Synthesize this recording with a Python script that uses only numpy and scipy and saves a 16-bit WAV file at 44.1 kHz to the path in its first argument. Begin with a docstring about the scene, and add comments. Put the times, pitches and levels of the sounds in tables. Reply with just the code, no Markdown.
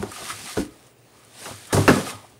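"""Cardboard boxes knock and tumble on a carpet close to a small microphone: each blow rings damped wall modes,
with a noisy rattle, a snap, a crunch and a boom of the air inside. Between the blows, card slides: grainy noise
hisses, buzzes a panel and rumbles. Light taps ring that panel, and bright noise bursts are ticks of plastic or
paper. Blows and taps reverberate over faint air noise and hum; the loudest blow clips."""
import sys
import numpy as np
from scipy import signal
from scipy.fft import rfft, irfft, next_fast_len
from scipy.io import wavfile
from scipy.ndimage import uniform_filter1d

SR = 44100
rng = np.random.default_rng(int(sys.argv[2]) if len(sys.argv) > 2 else 0)


def bounce(signal):
    """Save signal as a 16-bit WAV file at the path given by the first command-line argument."""
    frames = np.transpose(np.atleast_2d(signal))
    limited = np.clip(frames, -1, 1)
    pcm = np.round(limited * 32767).astype(np.int16)
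    wavfile.write(sys.argv[1], SR, pcm)


N = 105751  # length in samples
RATTLE_DB = -18  # starting level of contact noise, against a one-sample contact of 0 dB


def amp(db):
    """Decibels to linear gain."""
    return 10 ** (np.asarray(db) / 20)


def unit(x):
    """Scale to an RMS of one."""
    return x / np.sqrt(np.mean(x ** 2) + 1e-20)


def along(points, hz):
    """Interpolate (Hz, value) points on a log frequency axis."""
    point_hz, value = np.transpose(points)
    return np.interp(np.log(hz + 1), np.log(point_hz + 1), value)


def filtered(x, response):
    """Shape the spectrum by a response given as a function of frequency."""
    size = next_fast_len(len(x) + SR // 4)  # room for the ringing
    spectrum = rfft(x, size) * response(np.fft.rfftfreq(size, 1 / SR))
    return irfft(spectrum, size)[:len(x)]


def peak(f, hz, width):
    """Complex response of one resonance, of unit gain at its centre."""
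    return 1j * f * width / (hz * hz - f * f + 1j * f * width)


def patchy(patchy_db):
    """White noise whose gain varies in smooth random patches of time and frequency."""
    z = signal.stft(rng.standard_normal(N), nperseg=512)[2]
    field = uniform_filter1d(rng.standard_normal(z.shape), 6, 0)
    field = uniform_filter1d(field, 6, 1)
    return signal.istft(z * amp(patchy_db * unit(field)), nperseg=512)[1][:N]


def add(x, s, sound):
    """Mix a sound in at a time in seconds."""
    part = x[max(round(s * SR), 0):][:len(sound)]
    part += sound[:len(part)]


def room_tone():
    """Steady air is shaped noise; the unsteady low hum is noise through a narrow resonance."""
    # Spectrum of the air. Each row: frequency in Hz, relative density in dB.
    air_spectrum = [(15, -30), (30, -18), (60, 8), (110, -0.5), (400, 4.5), (650, -0.5), (1000, -9.5),
                    (2800, -11), (8000, -64), (16000, -10)]
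    air_db, hum_db = -55.5, -60.5  # RMS
    hum_hz, hum_width_hz = 120, 20  # each of two passes
    air = filtered(patchy(patchy_db=-0.5), lambda f: amp(along(air_spectrum, f)))
    hum = filtered(rng.standard_normal(N), lambda f: peak(f, hum_hz, hum_width_hz) ** 2)
    return amp(air_db) * unit(air) + amp(hum_db) * unit(hum)


def ticks():
    """Ticks and scuffs of plastic or paper are decaying noise bursts through a broad treble resonance."""
    # Each row: start in seconds, level before the filter in dB, decay by 60 dB in seconds.
    tick_rows = [(0.027, -32, 0.022), (0.118, -31, 0.025), (0.867, -48, .05), (1.149, -61, .02),
                 (1.194, -49, 0.023), (1.249, -39.5, 0.013), (1.351, -48, .02), (1.62, -54, .03),
                 (1.672, -37.5, 0.078), (1.726, -22.5, 0.32), (1.743, -22.5, 0.046), (2.298, -50, .04)]
    tick_hz, tick_width_hz = 7400, 6500  # each of two passes
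    out, t = np.zeros(N), np.arange(SR // 4) / SR
    for s, db, t60 in tick_rows:
        add(out, s, amp(db - 60 * t / t60) * rng.standard_normal(len(t)))
    return filtered(out, lambda f: peak(f, tick_hz, tick_width_hz) ** 2)


def panel_ring(x):
    """The rubbed panel answers through parallel resonances of alternating sign."""
    # Each row: frequency in Hz, width in Hz, gain in dB.
    resonances = [(960, 120, -10), (1241, 55, 8), (1705, 100, -4), (2004, 80, -2), (2404, 150, -8),
                  (3150, 200, -8), (3700, 120, -8)]

    def response(f):
        """Sum of the panel's resonances."""
        return sum((-1) ** k * amp(db) * peak(f, hz, width) for k, (hz, width, db) in enumerate(resonances))

    return filtered(x, response)


def rubbing():
    """Fibres catch in small grains, sparse random impulses, on smooth patchy friction."""
    grains_per_s, grain_db, grain_spread_db = 1200, -5, 3
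    caught = rng.random(N) < grains_per_s / SR
    strength = amp(grain_spread_db * rng.standard_normal(N))
    grains = caught * strength * rng.standard_normal(N)
    return patchy(patchy_db=1.5) + amp(grain_db) * unit(grains)


def sliding():
    """Card sliding on card and cloth hisses, buzzes a panel and rumbles the walls."""
    # The moving levels. Each row: time in seconds, hiss in dB, panel buzz in dB, rumble in dB.
    slide_levels = [(0, -45.5, -62, -39), (.07, -49, -46, -40.5), (.11, -44.5, -87, -45),
                    (.16, -39.5, -58, -45), (.22, -40, -47.5, -43.5), (.275, -37, -45.5, -43.5),
                    (0.303, -33.5, -35.5, -35), (.335, -39.5, -42, -42.5), (.37, -40, -57, -43),
                    (.43, -40.5, -56, -48.5), (.48, -38, -43, -48), (.53, -36.5, -51, -44),
                    (0.553, -42, -64, -44.5), (0.598, -38, -55, -35), (.69, -57.5, -58.5, -62),
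                    (.88, -58.5, -67, -60), (.95, -66.5, -84, -68.5), (1.2, -58, -61, -59.5),
                    (1.309, -57, -69, -60), (1.409, -42, -79, -49), (1.472, -39, -49.5, -39.5),
                    (1.55, -45.5, -49, -55.5), (1.65, -48, -70, -58.5), (1.712, -49.5, -37, -49.5),
                    (1.778, -34.5, -50, -20), (1.868, -36.5, -43, -46), (1.948, -32.5, -33, -37.5),
                    (2.04, -39.5, -45, -44), (2.1, -34, -44, -36), (2.13, -44.5, -41, -41.5),
                    (2.211, -54.5, -57, -50.5), (2.4, -63, -83, -66)]
    # Spectrum of the hiss. Each row: frequency in Hz, gain in dB.
    hiss_spectrum = [(900, -30), (1500, -4), (2300, -5), (4500, -6), (8000, -9), (12000, -15), (16000, -25)]
    # Spectrum of the rumble. Each row: frequency in Hz, relative density in dB.
    rumble_spectrum = [(24, -60), (40, -10), (97, -9.5), (348, -8.5), (511, -11.5), (598, -10.5),
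                       (740, -7.5), (1200, -10.5), (1560, -100), (2640, -120)]
    s, *levels = np.transpose(slide_levels)
    hiss_db, panel_db, rumble_db = [np.interp(np.arange(N) / SR, s, level) for level in levels]
    hiss = filtered(rubbing(), lambda f: amp(along(hiss_spectrum, f)))
    buzz = panel_ring(rubbing())
    rumble = filtered(patchy(patchy_db=-3.5), lambda f: amp(along(rumble_spectrum, f)))
    return amp(hiss_db) * unit(hiss) + amp(panel_db) * unit(buzz) + amp(rumble_db) * unit(rumble)


def taps():
    """Light taps, each a softened contact and a short scratch, ring the panel."""
    # Each row: start in seconds, level before softening and panel in dB.
    tap_rows = [(0.118, 0), (0.161, 1), (0.302, 13.5), (0.475, -8), (1.768, 14), (2.066, 2)]
    scratch_t60, soft_hz = 0.04, 2200  # seconds; corner of the two-pole softening
    out, t = np.zeros(N), np.arange(SR // 20) / SR
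    for s, db in tap_rows:
        scratch = amp(RATTLE_DB - 60 * t / scratch_t60) * rng.standard_normal(len(t))
        add(out, s, amp(db) * ((t == 0) + scratch))
    return panel_ring(filtered(out, lambda f: (soft_hz / (soft_hz + 1j * f)) ** 2))


def wall_ring(modes, tilt_db, t):
    """Struck walls ring in damped sines, slightly detuned and rescaled at each blow."""
    tilt_hz, scatter_db, rise_s = 400, 1.5, .0004  # the tilt pivots at tilt_hz
    most_cycles, most_t60 = 42, .11  # card damps its ring: caps in cycles and seconds
    hz, level_db, t60 = np.transpose(modes)[:, :, None]
    t60 = np.minimum(t60, np.minimum(most_cycles / hz, most_t60))
    sign = (-1) ** np.arange(len(modes))[:, None]
    chance = rng.standard_normal((2, len(modes), 1))
    mode_db = level_db + tilt_db * np.log2(hz / tilt_hz) + scatter_db * chance[0]
    tones = np.sin(2 * np.pi * hz * (1 + 0.016 * chance[1]) * t)
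    ring = (sign * amp(mode_db - 60 * t / t60) * tones).sum(0)
    return ring * (1 - np.exp(-t / rise_s))


def crunching(t):
    """Crushed card is a burst of shaped noise that rises fast and decays."""
    # Spectrum of the crunch. Each row: frequency in Hz, relative density in dB.
    crunch_spectrum = [(700, 21), (1400, 6), (2500, 4), (4000, 6), (6500, 3), (9200, -10.5), (13000, -4),
                       (16000, -32)]
    t60, rise_s = .16, .001
    noise = unit(filtered(rng.standard_normal(len(t)), lambda f: amp(along(crunch_spectrum, f))))
    return noise * amp(-60 * t / t60) * (1 - np.exp(-t / rise_s))


def knocks(events, modes):
    """Each blow and its rattle ring the walls, snap and crunch at the contact and boom the air inside."""
    snap_hz, snap_t60 = 1340, 0.002
    air_hz, air_t60, air_rise_s = 104, 0.24, 0.0038
    out, t = np.zeros(N), np.arange(SR // 2) / SR
    for s, db, tilt_db, crunch_db, boom_db, snap_db, rattle_t60 in events:
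        rattle = amp(RATTLE_DB - 60 * t / rattle_t60) * rng.standard_normal(len(t))
        force = (t == 0) + rattle
        walls = signal.fftconvolve(wall_ring(modes, tilt_db, t), force)[:len(t)]
        crunch = amp(crunch_db) * crunching(t)
        snap = amp(snap_db - 60 * t / snap_t60) * np.sin(2 * np.pi * snap_hz * t)
        boom = amp(boom_db - 60 * t / air_t60) * np.sin(2 * np.pi * air_hz * t)
        boom = boom * (1 - np.exp(-t / air_rise_s))
        add(out, s, amp(db - 5.5) * walls + crunch + snap + boom)
    return out


def pile_blows():
    """Other boxes tumble and thump on the floor, ringing their own set of wall modes."""
    # Each row: start in seconds, wall level before a 5.5 dB cut in dB, tilt in dB per octave, crunch in dB,
    # boom in dB, snap in dB, rattle decay by 60 dB in seconds.
    pile_events = [(1.455, -42, 8.5, -50, -62, -41, 0.062), (1.507, -34, -1.5, -39.5, -39, -50, 0.034),
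                   (1.535, -70, 4, -76, -35, -70, 0.04), (1.727, -18, -0.5, -17, -24, -14, 0.16),
                   (1.744, -33, -15, -21.5, -12.5, -40, 0.067), (1.764, -15.5, -2, -23.5, -25, -44, 0.25),
                   (1.786, -21, -4, -40, -9, -47, 0.071), (1.879, -7, 2.5, -13, -22, 11, 0.12),
                   (1.897, -11.5, -6, -19.5, -17, -34, 0.12), (1.928, -26, -3, -37, -57, -46, 0.16),
                   (1.957, -20, -2, -37, -56, -40, 0.22), (1.998, -29, -6, -30, -45, -50, .08),
                   (2.068, -34, 0, -33, -46, -47, 0.18), (2.098, -42.5, 8, -38, -54, -36.5, 0.067),
                   (2.14, -53, -4, -57, -30.5, -62, .1), (2.33, -54.5, -13, -77, -51, -59, 0.042)]
    # Wall modes. Each row: frequency before detuning in Hz, level before tilt and scatter in dB,
    # decay by 60 dB before the caps in seconds.
    pile_modes = [(150, -5.5, 0.079), (202, -4.5, 0.087), (251.5, 3, 0.044), (305, -3.5, .08),
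                  (394, -3.5, 0.078), (459, -3.5, 0.076), (540, -2, 0.05), (654, -14.5, 0.064),
                  (785, -8.5, 0.04), (919, -7, 0.022), (1050, -11, 0.061), (1147, -3.5, 0.027),
                  (1340, -9.5, .04), (1400, -5.5, 0.041), (1507, -11.5, 0.044), (1660, -6, 0.025),
                  (2064, -13.5, 0.024), (2670, -10.5, 0.019)]
    return knocks(pile_events, pile_modes)


def carton_blows():
    """The dragged carton is knocked and rings its own set of wall modes."""
    # Each row: start in seconds, wall level before a 5.5 dB cut in dB, tilt in dB per octave, crunch in dB,
    # boom in dB, snap in dB, rattle decay by 60 dB in seconds.
    carton_events = [(0.001, -29, -12.5, -71, -50, -60, 0.017),
                     (0.027, -22, -0.5, -36, -31.5, -11.5, 0.068), (0.09, -36, -8, -68, -59, -60, 0.034),
                     (0.117, -56, 0, -60, -46, -23, 0.034), (0.325, -75, -4.5, -77, -35, -75, 0.02),
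                     (0.569, -11.5, -2.5, -28, -29.5, -36, 0.079), (0.59, -28, -13, -47, -58, -40, 0.091)]
    # Wall modes. Each row: frequency before detuning in Hz, level before tilt and scatter in dB,
    # decay by 60 dB before the caps in seconds.
    carton_modes = [(65, -24.5, 0.17), (198, -3, 0.078), (264, -11, 0.13), (300, -4, 0.24),
                    (344, 2.5, 0.06), (410, -3, 0.076), (524, -16.5, 0.09), (742, -14.5, .08),
                    (1007, -20, .08), (1070, -18, 0.065), (1480, -8.5, 0.02), (1740, -13, 0.066)]
    return knocks(carton_events, carton_modes)


def room(x):
    """The room's walls answer with a noise tail in which each frequency dies at its own speed."""
    # Each row: frequency in Hz, decay by 60 dB in seconds.
    room_decay = [(100, 0.41), (1000, 0.33), (10000, 0.16)]
    room_db, delay_s = -14.5, .008  # the tail has unit energy before this gain
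    hz, t, z = signal.stft(rng.standard_normal(SR // 2), SR, nperseg=256)
    decay = amp(-60 * t / along(room_decay, hz)[:, None])
    tail = signal.istft(z * decay, SR, nperseg=256)[1]
    delayed = np.pad(x, (round(delay_s * SR), 0))
    return amp(room_db) * signal.fftconvolve(delayed, tail / np.linalg.norm(tail))[:N]


def scene():
    """Two sets of blows, each with its own reverberation, over sliding, ticks and room tone."""
    carton = carton_blows() + taps()
    pile = pile_blows()
    blows = carton + room(carton) + pile + room(pile)
    return (blows + sliding() + ticks() + room_tone())[None]


def record(dry):
    """The microphone cuts deep bass and peaks in the treble; its input clips softly below a band limit."""
    low_hz, peak_hz, peak_width_hz, peak_db = 66, 9200, 1000, 2  # the resonance adds to the direct sound
    clip_top, clip_hard, top_hz = .76, 8, 15750  # ceiling, sharpness of its knee, band limit

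    def response(f):
        """Two-pole bass cut and treble resonance."""
        bass_cut = (1j * f / (low_hz + 1j * f)) ** 2
        return bass_cut * (1 + amp(peak_db) * peak(f, peak_hz, peak_width_hz))

    mic = filtered(dry[0], response)
    clipped = mic / (1 + np.abs(mic / clip_top) ** clip_hard) ** (1 / clip_hard)
    return filtered(clipped, lambda f: f < top_hz)[None]


dry = scene()
out = record(dry)
bounce(out)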